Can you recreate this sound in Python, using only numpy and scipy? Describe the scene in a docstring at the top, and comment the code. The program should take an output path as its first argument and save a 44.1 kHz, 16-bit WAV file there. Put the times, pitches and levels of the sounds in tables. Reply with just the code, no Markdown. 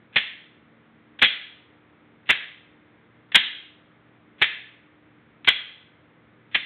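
"""On a workbench, a row of eight electromagnetic seven-segment digits flips about once a second,
white side out, then away again. Each time, the segments tick loose, rattle as they swing, and
clack onto their plastic stops in a ragged burst of some 30 ms that also thumps the bench.
The room rings on over a faint hum and soft background noise. The microphone misses the high
treble and overloads on the hardest landings, and the bass dips after loud sounds."""
import sys
import numpy as np
from scipy import signal
from scipy.fft import rfft, irfft, next_fast_len
from scipy.io import wavfile
from scipy.ndimage import uniform_filter1d

SR = 44100
rng = np.random.default_rng(int(sys.argv[2]) if len(sys.argv) > 2 else 0)


def master_out(mix):
    """Clip the mix to full scale and print it as 16-bit PCM to the path in sys.argv[1]."""
    frames = np.transpose(np.atleast_2d(mix))
    ceiling = np.clip(frames, -1, 1)
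    pcm = np.round(ceiling * 32767).astype(np.int16)
    wavfile.write(sys.argv[1], SR, pcm)


N = 293265
DIGITS = 8

# Each flip of the display: (first landing [s], folding away [0/1], peak level [dB], thud against
# clack [dB], time to the hardest landing [s], weakening after it [dB/s], boosted pitch [Hz])
FLIPS = [(0.1590, 0, -2, -14.5, .006, 601, 2736), (1.2174, 1, -0.5, -4, 0.0086, 340, 2315),
         (2.2905, 0, -0.6, -10.5, .013, 539.5, 1800), (3.3460, 1, 2.5, -2.5, .009, 680.5, 3400),
         (4.4160, 0, -1.84, -8, 0.0067, 620.5, 2138), (5.4733, 1, -1.47, -10.5, 0.0058, 470.5, 3600),
         (6.546, 0, -5, -8, 0.0084, 718, 2050)]


def from_db(db):
    """Turn decibels into a number to multiply a sound by."""
    return 10 ** (np.asarray(db) / 20)


def at_hz(table, hz, column=1):
    """Read a table at any pitch, blending between its rows."""
    table = np.array(table)
    return np.interp(np.log(hz + 1e-9), np.log(table[:, 0]), table[:, column])


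def coloured(sound, spectrum):
    """Make each pitch louder or softer, as a table says."""
    size = next_fast_len(N + SR)
    gain = from_db(at_hz(spectrum, np.fft.rfftfreq(size, 1 / SR)))
    return irfft(rfft(sound, size) * gain, size)[:N]


def band_noise(low_hz, high_hz, size):
    """Noise between two pitches."""
    band = signal.butter(2, [low_hz, high_hz], "band", fs=SR, output="sos")
    return signal.sosfilt(band, rng.standard_normal(size))


def add(track, start_s, sound):
    """Mix a sound into a track at a given time."""
    place = track[..., int(start_s * SR):][..., :sound.shape[-1]]
    place += sound[..., :place.shape[-1]]


def fade(t, fade_s):
    """Die away by 60 dB in fade_s, the fade time."""
    return np.exp(-np.log(1000) * t / np.abs(fade_s))


def drift(count):
    """A slow wander through count random points, about 1 in size."""
    return np.interp(np.linspace(0, count - 1, N), np.arange(count), rng.standard_normal(count))


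def air():
    """The smooth background noise of the workspace."""
    # Tone of the noise: (pitch [Hz], relative level [dB])
    spectrum = [(25, -15), (50, -11.5), (85, 0), (140, -4), (300, 1), (480, -4.5), (750, -8), (1000, -8.5),
                (1220, -6.5), (1500, -7.5), (2100, -7.5), (2800, -16.5), (3600, -18), (4400, -28.5)]
    noise = coloured(rng.standard_normal(N), spectrum)
    return from_db(-58.5) * noise / noise.std()


def hum(waver_db, phase_wander):
    """Electrical hum: low tones that waver slightly."""
    # Tones of the hum: (pitch [Hz], average level [dB])
    tones = [(119, -68), (150.7, -74.5), (163, -71), (184, -73.5), (226.5, -67.5), (301.5, -65.5),
             (455, -77), (499, -76)]
    t = np.arange(N) / SR
    out = np.zeros(N)
    for hz, level_db in tones:
        gain = np.sqrt(2) * from_db(level_db + waver_db * drift(count=24))
        out += gain * np.sin(2 * np.pi * hz * t + phase_wander * drift(count=20))
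    return out


def room(digits, echo_db, echo_fade_s, build_s, echoes):
    """Each digit's sound bounces around the room: a few distinct echoes and a smooth, fading tail."""
    # The room's tail: (pitch [Hz], fade time [s], level against the direct sound [dB])
    tail = [(99.3, .4, -16), (400, 0.68, -12.5), (1000, 0.5, -15.5), (1600, .58, -11.5), (2400, 0.64, -10),
            (3351, .57, -12), (4500, 0.6, -6.5)]
    t = np.arange(SR * 3 // 4) / SR
    responses = np.zeros((DIGITS, len(t)))
    edges_hz = np.geomspace(50, 6400, 15)
    for low, high in zip(edges_hz, edges_hz[1:]):
        hz = np.sqrt(low * high)
        shape = fade(t, at_hz(tail, hz)) * (1 - np.exp(-(t / build_s) ** 2))
        gain = from_db(at_hz(tail, hz, column=2)) / np.linalg.norm(shape)
        responses += gain * shape * band_noise(low, high, responses.shape)
    for response in responses:
        delays = .005 + .06 * (np.arange(echoes) + rng.random(echoes)) / echoes
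        gains = from_db(echo_db) * fade(delays, echo_fade_s)
        response[(delays * SR).astype(int)] += gains * rng.choice([-1, 1], echoes)
    return signal.oaconvolve(digits, responses, axes=1).sum(axis=0)[:N]


def strike(hz, fade_s, level_db, scatter_db, detune):
    """A struck part rings with several fading tones, tuned and mixed a little differently each time."""
    t = np.arange(SR // 16) / SR
    gains = from_db(level_db + scatter_db * rng.standard_normal(len(hz)))
    gains *= rng.choice([-1, 1], len(hz))
    pitches = hz * (1 + detune * rng.standard_normal(len(hz)))
    return gains @ (np.sin(2 * np.pi * pitches[:, None] * t) * fade(t, fade_s[:, None]))


def clack(folding, boost_hz=2500, boost_db=1.5, boost_octaves=.41, grit_db=-9, grit_fade_s=.027):
    """A segment hits its front stop (the back one if folding): a gritty contact and a short ring."""
    # Tones of the plastic segment and frame:
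    # (pitch [Hz], fade time [s], relative level at the front stop [dB], at the back stop [dB])
    plastic_tones = [(1240, .012, -18.5, -15.5), (1553.4, 0.022, -11, -5.5), (1702, .022, -2.5, -4),
                     (1917, 0.019, -5, -7), (2037, .022, -0.5, 1), (2264, 0.02, -2, -4),
                     (2454, 0.018, -2, -1), (2660, 0.021, -1, -6), (2851, 0.013, -3.5, 0.5),
                     (3076, 0.032, -5.5, -6), (3273, 0.051, -7.5, -1), (3514, .016, 0, 0.5),
                     (3898, 0.012, -6, 0)]
    hz, fade_s, front_db, back_db = np.transpose(plastic_tones)
    lift_db = boost_db * np.exp(-(np.log2(hz / boost_hz) / boost_octaves) ** 2)
    level_db = (back_db if folding else front_db) + lift_db
    ring = strike(hz, fade_s, level_db, scatter_db=2, detune=.017)
    grit = band_noise(1500, 3200, len(ring)) * fade(np.arange(len(ring)) / SR, grit_fade_s)
    sound = ring / np.abs(ring).max() + from_db(grit_db) * grit
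    return sound / np.abs(sound).max()


def swings(release_s, rattle_rise_db):
    """The digits tick loose in turn, then their pivots rattle louder as the swing speeds up."""
    # The two swings: (length [s], release tick [dB], rattle at mid-swing [dB])
    swing_out, swing_away = (.034, -55.5, -41), (.028, -31.5, -38)
    out = np.zeros((DIGITS, N))
    for landing_s, folding, *_ in FLIPS:
        length_s, tick_db, mid_db = swing_away if folding else swing_out
        start_s = landing_s - length_s
        for digit, progress in zip(out, (np.arange(DIGITS) + rng.random(DIGITS)) / DIGITS):
            rattle_db = mid_db + rattle_rise_db * (progress - .5)
            add(digit, start_s + release_s * progress, from_db(tick_db) * clack(folding=False))
            add(digit, start_s + length_s * progress, from_db(rattle_db) * clack(folding=False))
    return out


def late_segments():
    """Now and then a segment lags behind the rest and lands hard on its front stop."""
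    # Late landings: (time [s], peak level [dB])
    late_clacks = [(0.183, -8), (2.3296, -16), (4.4397, -13)]
    out = np.zeros((DIGITS, N))
    for digit, (start_s, peak_db) in zip(out, late_clacks):
        add(digit, start_s, from_db(peak_db) * clack(folding=False))
    return out


def burst_pattern(hardest_s, fall_db_per_s, count, gap_s=.0018, gap_growth=1.075, first_db=-8):
    """Delays [s] and strengths [dB] of the landings: they build quickly, then thin out and weaken."""
    gaps = gap_s * gap_growth ** np.arange(count) * (1 + .4 * rng.uniform(-1, 1, count))
    delays = np.cumsum(gaps) - gaps[0]
    build_db = first_db * np.maximum(1 - delays / hardest_s, 0)
    fall_db = fall_db_per_s * np.maximum(delays - hardest_s, 0)
    scatter_db = 2.18 * rng.standard_normal(count)
    return zip(delays, build_db - fall_db + scatter_db)


def landings():
    """The digits land in turn; each landing also knocks a base plate against the bench."""
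    # Tones of the base plates on the bench: (pitch [Hz], fade time [s], relative level [dB])
    bench_tones = [(90, 0.039, -38.5), (202, 0.099, -32.5), (344, .025, -33), (560, 0.017, -28.5),
                   (805, 0.011, -21), (980, 0.015, -25.5)]
    out = np.zeros((DIGITS, N))
    for start_s, folding, peak_db, thud_db, hardest_s, fall_db_per_s, boost_hz in FLIPS:
        burst = np.zeros((DIGITS, SR // 4))
        for k, (delay, strength_db) in enumerate(burst_pattern(hardest_s, fall_db_per_s, count=15)):
            thud = strike(*np.transpose(bench_tones), scatter_db=1.5, detune=.11)
            landing = clack(folding, boost_hz) + from_db(thud_db) * thud
            add(burst[k % DIGITS], delay, from_db(strength_db) * landing)
        add(out, start_s, from_db(peak_db) * burst / np.abs(burst.sum(axis=0)).max())
    return out


def dip_bass(sound, below_hz=610, threshold_db=-47, share=.13, react_s=.06, forget_db_per_s=89.5):
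    """The recorder turns the bass down after a loud sound, then slowly brings it back."""
    level_db = 10 * np.log10(np.abs(uniform_filter1d(sound ** 2, size=441)) + 1e-12)
    excess_db = np.maximum(level_db - threshold_db, 0)
    # Remember each loud peak and let it sink steadily.
    ramp_db = forget_db_per_s * np.arange(N) / SR
    held_db = np.maximum.accumulate(excess_db + ramp_db) - ramp_db
    smoothing = np.exp(-1 / (react_s * SR))
    cut_db = share * signal.lfilter([1 - smoothing], [1, -smoothing], held_db)
    bass = signal.sosfiltfilt(signal.butter(2, below_hz, fs=SR, output="sos"), sound)
    return sound + (from_db(-cut_db) - 1) * bass


def scene():
    """The display, its room and the background, in one channel."""
    digits = landings() + swings(release_s=.0063, rattle_rise_db=17) + late_segments()
    room_sound = room(digits, echo_db=-19.5, echo_fade_s=.19, build_s=.012, echoes=10)
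    return (digits.sum(axis=0) + room_sound + hum(waver_db=2.5, phase_wander=.51) + air())[None]


def record(dry):
    """The microphone hears little above 4 kHz; overload flattens the top peaks into a bright crack."""
    # What the microphone lets through: (pitch [Hz], level [dB])
    microphone = [(3500, 0), (4000, -5.5), (4300, -10.5), (4600, -31), (4900, -66), (6000, -90)]
    rumble_cut = signal.butter(2, 55, "high", fs=SR, output="sos")
    top_cut = signal.ellip(10, .1, 80, 16000, fs=SR, output="sos")
    muffled = signal.sosfilt(rumble_cut, coloured(dry[0], microphone))
    overloaded = np.clip(dip_bass(muffled), -.72, .72)
    return signal.sosfilt(top_cut, overloaded)[None]


dry = scene()
out = record(dry)
master_out(out)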